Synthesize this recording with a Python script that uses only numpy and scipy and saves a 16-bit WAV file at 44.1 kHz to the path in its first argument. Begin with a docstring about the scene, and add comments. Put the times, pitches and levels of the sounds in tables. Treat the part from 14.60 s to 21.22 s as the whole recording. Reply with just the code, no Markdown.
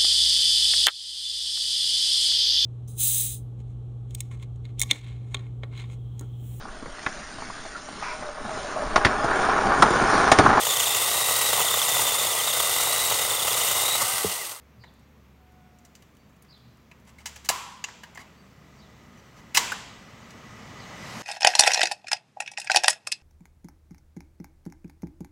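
"""A plastic labelling gun is worked by hand in a small shop, over a steady rumble from the street.
A small bird starts to chirp, something whistles faintly far off, and the label roll ticks as it is pushed home.
At 2.9 s the casing snaps hard and sets a spring shivering; a few knocks follow as the gun is turned over.
At 5 s it snaps again. Each contact is a burst of chatter that rings the casing's modes.
Meanwhile a car draws near, its tyres roaring and hissing, and reaches the doorway at the end."""
import sys
import numpy as np
from scipy import signal
from scipy.fft import rfft, irfft, next_fast_len
from scipy.io import wavfile
from scipy.ndimage import uniform_filter1d, map_coordinates

SR = 44100
rng = np.random.default_rng(int(sys.argv[2]) if len(sys.argv) > 2 else 0)


def to_wav(sig):
    """Store sig (one row per channel, or 1-D mono) as 16-bit WAV at the path in sys.argv[1].

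    Samples outside -1..1 are clipped; the rate is SR.
    """
    pcm = np.clip(np.atleast_2d(sig), -1, 1) * 32767
    pcm = np.round(pcm).astype(np.int16)
    wavfile.write(sys.argv[1], SR, pcm.T)  # frames by channels


N = 292030


def amp(db):
    """Decibels to gain."""
    return 10 ** (np.asarray(db) / 20)


def unit(x):
    """Scale to rms 1."""
    return x / np.sqrt(np.mean(x ** 2) + 1e-20)


def along(points, hz):
    """Interpolate (Hz, value) points on a log axis."""
    freqs, values = np.transpose(points)
    return np.interp(np.log(hz + 1), np.log(freqs), values)


def curves(rows, size=N):
    """One value per sample for each column after the time."""
    times, *columns = np.transpose(rows)
    return [np.interp(np.arange(size) / SR, times, column) for column in columns]


def wobble(knots_per_s, size=N):
    """A smooth random curve."""
    return map_coordinates(rng.standard_normal(size // 32 + 8), [np.arange(size) * knots_per_s / SR])


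def filtered(x, response):
    """Filter x by a gain given as a function of Hz."""
    size = next_fast_len(len(x) + 8192)
    return irfft(rfft(x, size) * response(np.fft.rfftfreq(size, 1 / SR)), size)[:len(x)]


def resonances(modes, hz):
    """Summed power response of (Hz, width Hz, dB) modes."""
    return sum(amp(db) ** 2 / (1 + (2 * (hz - centre) / width) ** 2) for centre, width, db in modes)


def impulse_response(gain):
    """Minimum-phase pulse with this spectral shape and energy 1."""
    cepstrum = irfft(np.log(gain + 1e-6))
    half = len(cepstrum) // 2
    cepstrum[1:half] *= 2
    cepstrum[half + 1:] = 0
    pulse = irfft(np.exp(rfft(cepstrum)))
    return pulse / np.linalg.norm(pulse)


def add(track, start_s, sound):
    """Mix a sound into the track."""
    part = track[round(start_s * SR):][:len(sound)]
    part += sound[:len(part)]


def rush(spectrum, patchy_db):
    """Coloured noise of rms 1 with patches of random gain."""
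    bins = signal.stft(rng.standard_normal(N), nperseg=512)[2]
    patches = uniform_filter1d(rng.standard_normal(bins.shape), size=4, axis=0)
    patches = uniform_filter1d(patches, size=16, axis=1)
    noise = signal.istft(bins * amp(patchy_db * unit(patches)), nperseg=512)[1][:N]
    return unit(filtered(noise, lambda hz: amp(along(spectrum, hz))))


# Each row: frequency in Hz, decay time to -60 dB in seconds.
ROOM_DECAY = [(200, 0.42), (1000, 0.85), (3000, 0.97), (7000, 0.74), (11000, 0.58), (16000, 0.27)]
# Each row: frequency in Hz, relative gain in dB.
ROOM_SPECTRUM = [(200, 14), (1000, 5.5), (3000, 2), (7000, -1.5), (10000, -1.5), (16000, 0)]


def room(x):
    """The shop's reverberation builds up, then each frequency dies at its own speed."""
    hz, t, bins = signal.stft(rng.standard_normal(SR), SR, nperseg=256)
    fade = amp(along(ROOM_SPECTRUM, hz)[:, None] - 60 * t / along(ROOM_DECAY, hz)[:, None])
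    tail = signal.istft(bins * fade * (1 - np.exp(-t / 0.017)), SR, nperseg=256)[1]
    return signal.fftconvolve(x, tail / np.linalg.norm(tail))[:N]


def car_position_m():
    """The car's place along the road at steady speed; 0 is opposite the door."""
    speed_m_per_s, nearest_s = 10.8, 6.674
    return speed_m_per_s * (np.arange(N) / SR - nearest_s)


def in_doorway(reach_m=2.5):
    """1 while the car is heard straight through the door, 0 far from it."""
    return np.exp(-(car_position_m() / reach_m) ** 2)


def traffic_gain(steady_db, car_db, db_per_doubling, door_db):
    """One street layer: far traffic plus the car, which is fainter with distance and behind houses."""
    kerb_m, hidden_beyond_m = 3.5, 26.8
    distance_m = np.hypot(kerb_m, car_position_m())
    spreading_db = db_per_doubling * np.log2(distance_m / kerb_m)
    shielding_db = 7.5 * np.maximum(np.log2(distance_m / hidden_beyond_m), 0)
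    car = amp(car_db - spreading_db - shielding_db + door_db * in_doorway())
    return np.hypot(amp(steady_db), car)


# Each row: frequency in Hz, relative density in dB.
RUMBLE_SPECTRUM = [(20, -46), (40, -13), (55, -7), (70, -21.5), (95, -5), (130, -2.5), (230, -3.5),
                   (310, -13), (500, -15.5), (1000, -47.5)]
# Each row: frequency in Hz, relative level in dB.
IDLE_TONES = [(70.5, -56.5)]


def engines():
    """Engines rumble outside; one idles with a wavering hum."""
    t = np.arange(N) / SR
    gain = traffic_gain(steady_db=-58.5, car_db=-45, db_per_doubling=3.5, door_db=-0.5)
    rumble = gain * rush(RUMBLE_SPECTRUM, patchy_db=0.24)
    drift = 1.1 * wobble(7)
    hum = sum(amp(db - 2.5 + 2.2 * wobble(2.54)) * np.sin(2 * np.pi * hz * t + drift)
              for hz, db in IDLE_TONES)
    return rumble + hum


# Tyre noise. Each row: frequency in Hz, relative density in dB.
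ROAR_SPECTRUM = [(150, -15), (350, -6.5), (600, 1.5), (850, 0), (1200, 1), (1500, -3.5), (1900, -3),
                 (2300, -4), (2900, -9), (4000, -15), (8000, -49)]
HISS_SPECTRUM = [(1500, -4), (3200, 5), (4500, 5.5), (6300, 6.5), (7400, 2.5), (8600, -3), (9400, -16),
                 (11000, -10.5), (15500, -21)]
# Each row: centre in Hz, width in Hz, relative level in dB.
TREAD_MODES = [(1073, 17, 1), (1247, 48, 2.5), (1981, 71, 3), (2966, 90, -3.5)]


def tyres():
    """Tyres roar and hiss; the tread whines close by, and the top sizzle passes only through the door."""
    roar_gain = traffic_gain(steady_db=-64.5, car_db=-42.5, db_per_doubling=6, door_db=1.5)
    hiss_gain = traffic_gain(steady_db=-75.8, car_db=-50.3, db_per_doubling=5.5, door_db=6.5)
    nearness = np.clip((20 * np.log10(roar_gain) + 65.5) / 9, 0, 1)
    whine = unit(filtered(rng.standard_normal(N), lambda hz: resonances(TREAD_MODES, hz) ** 0.64))
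    roar = rush(ROAR_SPECTRUM, patchy_db=0.45) + amp(-5) * nearness * whine
    hiss = rush(HISS_SPECTRUM, patchy_db=1.8)
    sizzle = rush([(7000, -25), (9500, 0), (11500, 0), (15500, -13)], patchy_db=3)
    return roar_gain * roar + hiss_gain * hiss + amp(-59.5) * in_doorway() * sizzle


# Each row: peak time in seconds, level in dB.
LOW_BUMPS = [(0.2, -51), (2.07, -53)]


def bumps(pitch_hz=117, half_length_s=0.048):
    """Two soft low bumps swell out of the rumble."""
    t = np.arange(N) / SR
    swell = sum(amp(db) * np.exp(-((t - s) / half_length_s) ** 2) for s, db in LOW_BUMPS)
    return swell * np.sqrt(2) * np.sin(2 * np.pi * pitch_hz * t + wobble(40))


# Each row: time in seconds, pitch in Hz, level in dB.
WHISTLE_CONTOUR = [(.68, 765, -110), (.79, 740, -65), (1.0, 732, -60.5), (1.15, 728, -63), (1.3, 706, -66),
                   (1.45, 713, -110)]


def whistle():
    """A distant whistle sags in pitch, with a weak octave."""
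    hz, db = curves(WHISTLE_CONTOUR)
    phase = 2 * np.pi * np.cumsum(hz * (1 + 0.0041 * wobble(29.2))) / SR
    return amp(db) * (np.sin(phase) + 0.28 * np.sin(2 * phase))


# Each row: time into the chirp in seconds, pitch in Hz, gain in dB.
CHIRP_CONTOUR = [(0, 4496, -9), (.02, 4734, -2), (.04, 4660, 2.5), (.05, 3960, -1), (.07, 3920, -0.5),
                 (.09, 3555, -4), (.11, 3430, -15)]
# Each row: start in seconds, relative level in dB.
BIRD_CHIRPS = [(0.195, -62), (1.883, -58), (4.17, -62), (5.241, -60), (6.171, -58)]
# Each row: peak time in seconds, pitch in Hz, relative level in dB.
BIRD_PEEPS = [(1.61, 4580, -72), (3.8, 4600, -66)]


def bird():
    """A small bird repeats one raspy chirp that falls in steps, with soft peeps in between."""
    out, t = np.zeros(N), np.arange(N) / SR
    pitch_hz, shape_db = curves(CHIRP_CONTOUR, size=SR // 8)
    for s, db in BIRD_CHIRPS:
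        rasp = 1 + 0.055 * wobble(900, len(pitch_hz))
        flutter_db = 3 * wobble(150, len(pitch_hz))
        phase = 2 * np.pi * np.cumsum(pitch_hz * rasp) / SR
        add(out, s, amp(db + shape_db + flutter_db) * np.sin(phase))
    for s, hz, db in BIRD_PEEPS:
        out += amp(db) * np.exp(-((t - s) / 0.023) ** 2) * np.sin(2 * np.pi * hz * t + wobble(250))
    return out


# Each row: start in seconds, level in dB, decay time to -60 dB in seconds.
SPRING_JOLTS = [(2.891, -33, 0.72), (4.974, -38, 0.77)]
# Each row: frequency in Hz, relative level in dB.
SPRING_MODES = [(810, -5), (875, -3), (930, 0), (980, 3), (1040, 6), (1100, -5), (1165, 2), (1220, -21),
                (1340, -1.5)]


def spring():
    """The jolted spring shivers in close, beating modes whose pitches jitter as it rattles in its seat."""
    out, t = np.zeros(N), np.arange(SR) / SR
    for s, db, t60_s in SPRING_JOLTS:
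        ring = sum(amp(mode_db) * np.sin(2 * np.pi * hz * t + 1.6 * wobble(80, len(t)))
                   for hz, mode_db in SPRING_MODES)
        attack = 1 - np.exp(-t / 0.0017)
        add(out, s, amp(db - 60 * t / t60_s) * attack * unit(ring))
    return out


# Each row: start in seconds, level in dB, tilt in dB per octave, top-octave gain in dB.
ROLL_TICKS = [(1.187, -60, 9, -6), (1.250, -51.5, 5.5, -4), (1.352, -48, 2, -3), (1.422, -53.5, -0.5, 2),
              (1.568, -59.5, 0, 2), (1.823, -54.5, 2, 10), (1.847, -59, -2, -3), (2.6579, -30.5, 1.6, -4),
              (2.76, -41, -1, 0), (3.549, -50, 15, -12), (5.706, -47, -1, -6)]


def ticks():
    """The roll and its catch tick, stronger ticks rattling longer; the fingers add faint stray ones."""
    strays = [(s, -66.5, 11, -1) for s in rng.uniform(0.3, 2.6, size=10)]
    for s, db, tilt_db, top_db in ROLL_TICKS + strays:
        stretch = 2 ** ((db + 50.5) / 26)  # twice as long per 26 dB
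        yield contact(s, db, tilt_db, top_db, chatter_s=0.0016 * stretch, t60_s=0.06 * stretch,
                      part_hz=6530, part_db=-13.5)


# Each row: start in seconds, level in dB, tilt in dB per octave, struck part's pitch in Hz, its gain in dB.
SHELL_KNOCKS = [(0.238, -46, -7.5, 2020, -2.5), (2.314, -50.5, -4.5, 2540, 2),
                (2.585, -52.5, -2.5, 2130, 4.5), (3.286, -43, -5.5, 1750, -0.5),
                (3.435, -39.5, -4, 1720, -1), (3.556, -47, -4, 2070, 2), (3.574, -40.5, -4.5, 1830, 3),
                (5.1198, -29.5, -3.5, 1560, 6)]


def knocks():
    """The shell knocks dully in the hands; a softer blow loses its top first."""
    for s, db, tilt_db, part_hz, part_db in SHELL_KNOCKS:
        yield contact(s, db, tilt_db, top_db=8.5 + 2 * tilt_db, chatter_s=0.003, t60_s=0.051,
                      part_hz=part_hz, part_db=part_db)


# Each row: start in seconds, level in dB, length in seconds, tilt in dB per octave,
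# rubbed part's pitch in Hz, its gain in dB.
PLASTIC_SCRAPES = [(2.472, -56, 0.028, -1.5, 7800, -17), (2.589, -56, .03, -2, 8200, -16),
                   (2.848, -43, 0.012, 1, 6560, -10), (3.592, -48, .025, -3.5, 2104, -2.5),
                   (4.574, -65, 0.026, 0, 5960, 0), (4.767, -56.5, .035, -4, 5900, -13),
                   (4.9475, -22, .0067, 1.5, 2637, -4), (4.961, -24.5, 0.0051, 0.5, 5060, -3)]


def scrapes():
    """Plastic slides on plastic, chattering for the length of the slide."""
    for s, db, length_s, tilt_db, part_hz, part_db in PLASTIC_SCRAPES:
        yield contact(s, db, tilt_db, top_db=-0.5, chatter_s=length_s, t60_s=0.077,
                      part_hz=part_hz, part_db=part_db)


# Each row: start in seconds, level in dB, top-octave gain in dB, decay time to -60 dB in seconds,
# struck part's pitch in Hz, its gain in dB.
CASING_SNAPS = [(2.8895, -15.5, -0.5, .072, 2900, -15.5), (2.901, -28, 7, 0.028, 947, 7.5),
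                (3.241, -26.5, -12.5, .04, 2785, -0.5), (4.972, -11, -4, .073, 1064, -11.5)]


def snaps():
    """The casing snaps hard, with a short, bright chatter."""
    for s, db, top_db, t60_s, part_hz, part_db in CASING_SNAPS:
        yield contact(s, db, tilt_db=0.95, top_db=top_db, chatter_s=0.037 * t60_s, t60_s=t60_s,
                      part_hz=part_hz, part_db=part_db)


# Each row: frequency in Hz, relative density in dB.
CASING_SPECTRUM = [(100, -20), (330, -12.5), (650, -9), (900, -3), (1400, -4.5), (2200, -2.5), (3000, -2),
                   (3800, -5), (5800, -3), (7400, -1), (9500, -11.5), (15500, -11)]
# Each row: centre in Hz, width in Hz, relative level in dB.
CASING_MODES = [(836, 59, -0.5), (974, 190, 0.5), (1133, 16, 5), (1715, 32, 5), (2060, 120, 4.5),
                (2940, 130, 2), (3960, 160, 0.5), (4770, 120, 2), (5900, 160, 1), (6750, 21, -11.5),
                (6750, 67, -1), (7300, 170, -5.5), (8820, 250, 0), (10860, 710, -1)]


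def contact(start_s, db, tilt_db, top_db, chatter_s, t60_s, part_hz, part_db):
    """Parts rub, catch and chatter, ringing the casing. Returns direct sound and room feed; db is relative."""
    direct, room_feed = np.zeros(N), np.zeros(N)
    t, hz = np.arange(SR // 6) / SR, np.fft.rfftfreq(4096, 1 / SR)
    slope_db = tilt_db * np.log2(np.clip(hz, 700, 9000) / 3000)  # hard contacts are brighter
    shelf_db = top_db * along([(7200, 0), (10000, 1)], hz)
    colour = amp(along(CASING_SPECTRUM, hz) + slope_db + shelf_db)
    # The grip shifts each mode's strength.
    modes = [(centre, width, level + 2 * rng.standard_normal()) for centre, width, level in CASING_MODES]
    body = impulse_response(colour * np.sqrt(0.33 + resonances(modes, hz)))

    fade = amp(-60 * np.maximum(t - chatter_s, 0) / t60_s)
    strength = np.linalg.norm(fade)
    chatter = rng.standard_normal(len(t)) * amp(1.6 * wobble(840, len(t))) * fade
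    chatter *= strength / np.linalg.norm(chatter)
    chatter[0] += 4.5  # the first hard touch
    ring = signal.fftconvolve(chatter, body)[:len(t)]
    part_phase = 2 * np.pi * part_hz * t + 1.74 * wobble(277, len(t))
    part_note = np.sqrt(2) * np.sin(part_phase) * fade * (1 - np.exp(-t / 0.00015))
    add(direct, start_s, amp(db - 0.5) * (ring + amp(part_db) * part_note))

    swell = np.linspace(0, 1, int(0.6 * chatter_s * SR) + 2)
    rub = swell * rng.standard_normal(len(swell))
    add(direct, start_s - len(rub) / SR, amp(db - 8.5) * signal.fftconvolve(rub, body))
    # Summed over all directions, the casing's spectrum is smoother.
    add(room_feed, start_s + chatter_s, amp(db) * strength * impulse_response(colour))
    return np.array([direct, room_feed])


def scene():
    """The gun is close and fairly dry, its spring shut in the casing; the bird comes in through the room."""
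    direct, room_feed = sum(ticks()) + sum(knocks()) + sum(scrapes()) + sum(snaps())
    shiver, chirps = spring(), bird()
    gun = direct + shiver + amp(-10.5) * room(room_feed + amp(-3.5) * shiver)
    birdsong = amp(2.5) * chirps + amp(-3.5) * room(chirps)
    return (engines() + tyres() + bumps() + whistle() + birdsong + gun)[None]


# Each row: frequency in Hz, relative density in dB.
MIC_HISS_SPECTRUM = [(3000, 4), (7500, -3), (9500, -6.5), (11500, 2), (15500, 3.5)]


def record(dry, cutoff_hz=15950):
    """The microphone adds a faint hiss; a steep low-pass limits the band."""
    hiss = unit(filtered(rng.standard_normal(N), lambda hz: amp(along(MIC_HISS_SPECTRUM, hz))))
    return filtered(dry[0] + amp(-73) * hiss, lambda hz: 1 / (1 + (hz / cutoff_hz) ** 200))[None]


dry = scene()
out = record(dry)
to_wav(out)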